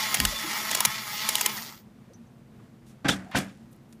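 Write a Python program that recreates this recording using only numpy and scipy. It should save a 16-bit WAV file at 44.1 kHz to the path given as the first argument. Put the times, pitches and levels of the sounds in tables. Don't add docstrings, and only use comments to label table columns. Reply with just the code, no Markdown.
import sys
import numpy as np
from scipy import signal
from scipy.fft import rfft, irfft
from scipy.io import wavfile

SR = 44100
rng = np.random.default_rng(int(sys.argv[2]) if len(sys.argv) > 2 else 0)


def put_to_file(sound):
    columns = np.atleast_2d(sound).T
    safe = np.clip(columns, -1, 1)
    whole_steps = np.round(safe * 32767)
    wavfile.write(sys.argv[1], SR, whole_steps.astype(np.int16))


def voltage_ratio(decibels):
    exponent = np.asarray(decibels, float) / 20
    return 10 ** exponent


N = 176400


def rms_one(x):
    return x / np.sqrt(np.mean(x ** 2) + 1e-20)


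def at_hz(points, hz):
    f, db = np.transpose(points)
    return np.interp(np.log(np.maximum(hz, 1)), np.log(f), db)


def colour(x, spectrum, peaks=(), tilt_db=0.):
    hz = np.arange(len(x) // 2 + 1) * SR / len(x) + 1
    lift = 1 + sum(voltage_ratio(db) / (1 + (2 * (hz - f) / width) ** 2) for f, width, db in peaks)
    gain = voltage_ratio(at_hz(spectrum, hz) + tilt_db * np.log2(hz / 4000)) * lift
    return rms_one(irfft(rfft(x) * gain, len(x)))


def drift(rate_hz, count):
    r = np.exp(-80 * np.pi * rate_hz / SR)
    noise = rng.standard_normal(count // 40 + 1002)
    slow = signal.lfilter([1], [1, -2 * r, r * r], noise)[1000:]
    return np.interp(np.arange(count) / 40, np.arange(len(slow)), rms_one(slow))


def ring(x, hz, t60):
    r, w = voltage_ratio(-60 / (t60 * SR)), 2 * np.pi * hz / SR
    return signal.lfilter([0, np.sin(w)], [1, -2 * r * np.cos(w), r * r], x + 1e-18)


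def bandpass(x, low_hz, high_hz):
    edges = [low_hz, min(high_hz, .45 * SR)]
    return signal.sosfilt(signal.butter(2, edges, "band", fs=SR, output="sos"), x)


def steep_lowpass(x, order, edge_hz):
    return signal.sosfilt(signal.cheby2(order, 60, edge_hz, fs=SR, output="sos"), x)


def add(out, s, x):
    i = int(s * SR)
    out[i:i + len(x)] += x[:len(out) - i]


def bursts(rows):
    out, t = np.zeros(N), np.arange(SR // 3) / SR
    for s, db, length, hz, width_hz in rows:
        grain = rng.standard_normal(len(t)) * voltage_ratio(1.6 * rng.exponential(1, len(t)))
        low_hz = np.sqrt(hz ** 2 + width_hz ** 2 / 4) - width_hz / 2
        band = rms_one(bandpass(grain, low_hz, low_hz + width_hz))
        rise = np.minimum(t / (0.097 * length), 1)
        fall = voltage_ratio(-30 * np.maximum(t / length - .6, 0))
        add(out, s, voltage_ratio(db) * band * rise * fall)
    return out


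# (f/Hz, relative level/dB)
ROOM_SPECTRUM = [(15, -58.5), (25, -24), (53, -7), (75, -16.5), (122, -0.5), (194, -6), (227, -3.5),
                 (290, -13), (332, -10.5), (360, -13.5), (633, -19), (1860, -28.5), (2180, -30),
                 (4520, -37), (15600, -45)]
# (f/Hz, width/Hz, lift/dB)
FAN = [(126.7, 13, -4.5), (223.4, 44, 1.5), (332.4, 3.1, 4.5)]


def room():
    level_db = -50 + .7 * drift(6, N)
    return voltage_ratio(level_db) * colour(rng.standard_normal(N), ROOM_SPECTRUM, FAN)


# (t/s, relative level/dB, length/s, centre f/Hz, width/Hz)
BUMPS = [(.185, -32.5, .11, 90.8, 170), (.2, -36.5, 0.15, 48, 23), (.3, -43.5, 0.088, 584, 55),
         (.43, -37.5, 0.084, 312, 39.4), (.86, -40.5, 0.05, 120, 90), (1.42, -46, 0.11, 410, 90),
         (1.56, -46, 0.077, 200, 70), (1.575, -38, 0.021, 1900, 300)]


def bumps():
    return bursts(BUMPS)


# (t/s, relative level/dB, length/s, centre f/Hz, width/Hz)
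TOUCHES = [(2.087, -65, 0.017, 1685, 591), (2.1, -54, 0.026, 516, 148), (2.134, -55.5, 0.0038, 6000, 6050),
           (2.136, -59, 0.028, 6040, 499), (2.266, -71, .015, 6150, 600), (2.592, -56, 0.018, 696, 880),
           (2.86, -62.5, 0.082, 4900, 8900), (3.255, -49, 0.084, 756, 120),
           (3.312, -51, 0.0039, 7000, 12100), (3.312, -41.5, 0.052, 1410, 1800),
           (3.376, -37, 0.0036, 5930, 9000), (3.384, -32, 0.0054, 10000, 9100),
           (3.083, -24.5, 0.022, 3320, 700), (3.088, -18, 0.0097, 1614, 350),
           (3.129, -38, 0.016, 3320, 250), (3.1, -31, 0.032, 3540, 300), (3.347, -21.5, 0.0088, 770, 258),
           (3.351, -21.5, 0.0088, 1640, 297), (3.356, -31, 0.015, 3100, 1200),
           (3.573, -66, 0.0038, 7900, 6030), (3.71, -67, 0.047, 10840, 7940),
           (3.728, -59, 0.0065, 6150, 8920), (3.76, -64, 0.006, 12200, 5930),
           (3.885, -72, 0.1, 10000, 9000), (3.925, -54, 0.01, 4000, 8680)]


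def touches():
    return bursts(TOUCHES)


# (t/s, relative level/dB, rise/s, dull above f/Hz, t60/s, extra level/dB of the modes under 400 Hz)
KNOCKS = [(3.045, -18.5, 0.0093, 1870, 0.45, -0.5), (3.061, -36.5, 0.0013, 602, 0.2, -5),
          (3.082, -19.5, 0.0081, 8400, .25, -11), (3.087, -22.5, 0.0045, 4500, 0.14, -0.5),
          (3.345, -17.5, 0.02, 2700, 0.28, -9), (3.356, -22, 0.023, 10000, 0.25, -17),
          (3.482, -48, 0.0099, 5000, 0.19, -1)]
# (f/Hz, relative level/dB)
KNOCK_SPECTRUM = [(41, -43), (70, -8), (132, -7), (202, -2), (373, -13), (751, -12), (941, -20.5),
                  (1580, -12.5), (2220, -14), (7690, -14), (15500, -20.5)]
# (f/Hz, relative level/dB, t60/s)
PANEL = [(153, -11, .2), (190.5, 1, 0.52), (200, -5, 0.47), (274.2, -3.5, 0.38), (293.7, -3, 0.33),
         (750, -6, 0.043), (814, -11, 0.16), (1200, -6, 0.042), (1570, -4, .06), (1580, -11.5, .05),
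         (2380, -5.5, 0.082), (3394, -8, 0.1), (3520, -25, 0.039), (6100, -24, .08)]


def knocks():
    out, t = np.zeros(N), np.arange(SR // 2) / SR
    tail_db, room_t60_s = -34, 0.91
    for s, db, rise, dull_hz, t60, boom_db in KNOCKS:
        grain = voltage_ratio(2.2 * drift(200, len(t)) + 2 * rng.exponential(1, len(t)))
        noise = colour(rng.standard_normal(len(t)), KNOCK_SPECTRUM) * grain
        low = signal.sosfilt(signal.butter(2, 2500, fs=SR, output="sos"), noise)
        high = noise - low
        swell = np.minimum(t / rise, 1) ** 0.55
        tail = noise[::-1] * voltage_ratio(tail_db - 60 * t / room_t60_s)
        body = swell * (low * voltage_ratio(-60 * t / t60) + high * voltage_ratio(-85 * t / t60) + tail)
        push = rms_one(rng.standard_normal(len(t))) * swell
        push = push * voltage_ratio(-12 * np.maximum(t / rise - 1, 0)) / np.sqrt(rise * SR)
        for hz, mode_db, mode_t60 in PANEL:
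            mode_db = mode_db - 4 + boom_db * (hz < 400) + rng.normal(0, 0.67)
            body = body + voltage_ratio(mode_db) * ring(push, hz, mode_t60)
        add(out, s, voltage_ratio(db) * bandpass(body, 60, dull_hz))
    return out


# (t/s, level/dB)
HISS_LEVEL = [(0, -49), (1.5, -49), (1.58, -47), (1.65, -49), (1.72, -53), (1.8, -60), (1.85, -80)]
# (f/Hz, relative level/dB)
HISS_SPECTRUM = [(4000, -27), (7000, -13.5), (9500, -14.5), (12000, 1.5), (13200, 6.5), (14800, 11),
                 (15600, -11)]


def brushes():
    s, db = np.transpose(HISS_LEVEL)
    level = voltage_ratio(np.interp(np.arange(N) / SR, s, db, right=-120))
    return colour(rng.standard_normal(N), HISS_SPECTRUM) * level


# (t/s, turn rate f/Hz)
SPEED = [(-.1, 208), (.05, 216.2), (.205, 207.6), (.352, 219.3), (.51, 206), (.654, 217.2), (.8, 208.2),
         (.956, 219.7), (1.112, 206.3), (1.265, 216.6), (1.415, 207.6), (1.55, 218)]
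# (t/s, relative level/dB)
MOTOR_LEVEL = [(0, -31), (.1, -31.5), (.22, -32), (.33, -33.5), (.45, -34), (.56, -31.5), (.66, -32.5),
               (.78, -32), (.92, -33.5), (1.05, -37.5), (1.17, -34), (1.26, -32), (1.35, -33), (1.45, -32),
               (1.55, -36.5), (1.65, -40), (1.75, -48), (1.811, -63), (1.85, -84)]
# (f/Hz, relative level/dB)
GRIND_SPECTRUM = [(100, -30), (160, -12), (300, -11), (508, -14), (640, -14), (1070, -7), (1460, -9),
                  (2100, -2), (2540, -5.5), (4000, -5), (5530, -5), (7000, -8), (8600, -13), (10500, -14),
                  (12500, -17), (14000, -21), (15600, -21)]
# (f/Hz, width/Hz, lift/dB)
FRAME = [(880, 98, 6.5), (1226, 85, -2), (1326, 96, 7.5), (1946, 170, 2), (3275, 130, -7), (4683, 330, -4),
         (5600, 230, -9.5), (6640, 110, -8), (11900, 400, -1)]
# (multiple, nominal level/dB against the grind)
TONES = [(1, -15), (3, -20), (4, -13), (5, -12), (6, -11.5), (8, -17), (9, -13), (10, -11), (11, -11),
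         (13, -17), (13.75, -13.5), (15, -17), (16, -10), (16.5, -14), (17, -17), (19.25, -17), (22, -16),
         (25, -16), (26, -17), (32, -21), (33, -16), (47, -22), (48, -16), (49, -22), (51, -24), (54, -22),
         (55, -21), (56, -22), (57, -25), (60, -27), (63, -28), (64, -27), (69, -28), (70, -24),
         (71, -18.5)]


def shaft_speed(t, coasting):
    off_jitter_hz, on_jitter_hz, coast_hz_per_s = 1.1, .3, 520
    s, hz = np.transpose(SPEED)
    step = np.interp(t, s, np.arange(len(s)))
    step = np.floor(step) + .5 - .5 * np.cos(np.pi * (step % 1))
    jitter_hz = on_jitter_hz + off_jitter_hz * np.minimum(20 * coasting, 1)
    speed = np.interp(step, np.arange(len(s)), hz) + jitter_hz * drift(40, len(t))
    return np.maximum(speed - coast_hz_per_s * coasting, 10)


def gear_grind(turn):
    n = len(turn)
    clicks_per_s, spread_db, throb = 7000, 2.8, .3
    heights = voltage_ratio(spread_db * np.minimum(rng.exponential(1, n), 3))
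    teeth = (rng.random(n) < clicks_per_s / SR) * heights * rng.choice([-1, 1], n)
    spectrum = rfft(colour(teeth, GRIND_SPECTRUM, FRAME))
    octave = np.clip(np.log2(np.arange(n // 2 + 1) * SR / n + 1), 9, 14)
    grind = np.zeros(n)
    for o in range(9, 15):
        band = irfft(spectrum * np.maximum(1 - abs(octave - o), 0), n)
        grind += band * voltage_ratio(2.2 * drift(8, n))
    stutter = voltage_ratio(0.61 * drift(1.3, n) + 1.4 * drift(60, n))
    return rms_one(grind) * (1 + throb * np.cos(turn)) * stutter


def shaft_tones(turn, speed, coasting):
    n, out = len(turn), np.zeros(len(turn))
    can_hz, can_width_hz, can_lift = 14900, 2000, 1.3
    cap_hz, cap_width_hz, cap_lift = 11900, 400, 1.2
    comb_db, fade_db_per_s = -17, 75
    mean_hz = np.transpose(SPEED)[1].mean()
    listed = dict(TONES)
    off = np.minimum(20 * coasting, 1)
    can_gain, cap_gain = can_lift * (1 + 5 * off), cap_lift * (1 + 2 * off)
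    fade = voltage_ratio(-fade_db_per_s * coasting)
    for k in sorted({*range(1, 105), *listed}):
        hz = k * speed
        db = listed.get(k, comb_db + at_hz(GRIND_SPECTRUM, min(k * mean_hz, can_hz)))
        can = can_gain / (1 + (2 * (hz - can_hz) / can_width_hz) ** 2)
        cap = cap_gain / (1 + (2 * (hz - cap_hz) / cap_width_hz) ** 2)
        if k < 30:
            waver_db = 4.2 * drift(14, n) - 1
        else:
            waver_db = 3.5 * drift(8, n)
        level = voltage_ratio(db + waver_db) * (fade + can + cap)
        out += level * (hz < .45 * SR) * np.sin(k * turn + rng.uniform(0, 2 * np.pi))
    return out


def motor():
    n, off_s = 2 * SR, 1.52
    t = np.arange(n) / SR
    coasting = np.maximum(t - off_s, 0)
    speed = shaft_speed(t, coasting)
    turn = 2 * np.pi * np.cumsum(speed) / SR
    sound = gear_grind(turn) + shaft_tones(turn, speed, coasting)
    s, db = np.transpose(MOTOR_LEVEL)
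    return np.pad(sound * voltage_ratio(np.interp(t, s, db, right=-120)), (0, N - n))


# (t/s, relative level/dB, rattle length/s, brightness/dB per octave)
CLACKS = [(0.143, -10.5, 0.0079, 0.3), (0.17, -22.5, 0.0026, -3), (0.2013, -5.5, 0.0018, 0.3),
          (.2510, -8.5, 0.0041, -0.3), (0.7123, -16, 0.0041, 0), (0.7486, -9.5, 0.0046, 1),
          (0.773, -21, 0.0014, -1.3), (0.805, -5, 0.0021, 1), (0.85, -6, 0.0076, 1), (1.2890, -9, 0.005, 1),
          (1.354, -5, 0.0015, 0.6), (1.382, -21.5, 0.0039, -1), (1.41, -10.5, 0.0046, 1.5),
          (1.4606, -7.5, 0.0036, 1.5)]
# (f/Hz, relative level/dB)
CLACK_SPECTRUM = [(240, -37), (400, -11.5), (1770, -6), (2820, 2.5), (4210, -4), (6600, -1), (8720, -4),
                  (10000, 0), (14800, -8), (16200, -26)]
# (nominal f/Hz, relative level/dB, t60/s before shortening by a fifth)
LEVER = [(859, -30.5, 0.033), (1016, 4.5, 0.036), (1840, 2, 0.027), (2340, -10, 0.023), (2970, -3.5, 0.015),
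         (4080, -5.5, 0.014), (4600, -12.5, .012), (7180, -9.5, 0.014), (8070, 5, 0.0067), (10000, -8, .01),
         (12840, -1.5, .01)]


def levers():
    out, t = np.zeros(N), np.arange(4096) / SR
    for s, db, length, tilt_db in CLACKS:
        onset = np.minimum(t / .0002, 1)
        decay_db = -3 * t / length - 60 * np.maximum(t - length, 0) / .012
        crack = colour(rng.standard_normal(len(t)), CLACK_SPECTRUM, tilt_db=tilt_db) * onset * voltage_ratio(decay_db)
        rings = np.zeros(len(t))
        for hz, mode_db, t60 in LEVER:
            mode = ring(crack, hz * rng.uniform(.94, 1.06), .8 * t60)
            rings += voltage_ratio(mode_db + rng.normal(0, 2)) * mode
        add(out, s, voltage_ratio(db - 5.5) * (crack + voltage_ratio(-31.5) * rings))
    return out


def scene():
    soft = room() + bumps() + touches() + knocks() + brushes() + motor()
    mono = levers() + steep_lowpass(soft, 20, 15550)
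    return np.array([mono, mono])


def roll_off(x):
    return signal.sosfilt(signal.butter(12, 16640, fs=SR, output="sos"), x)


def record(dry):
    rounded = 0.65 * np.tanh(dry / 0.75)
    mix = steep_lowpass(rounded, 16, 16800)
    return roll_off(mix)


dry = scene()
out = record(dry)
put_to_file(out)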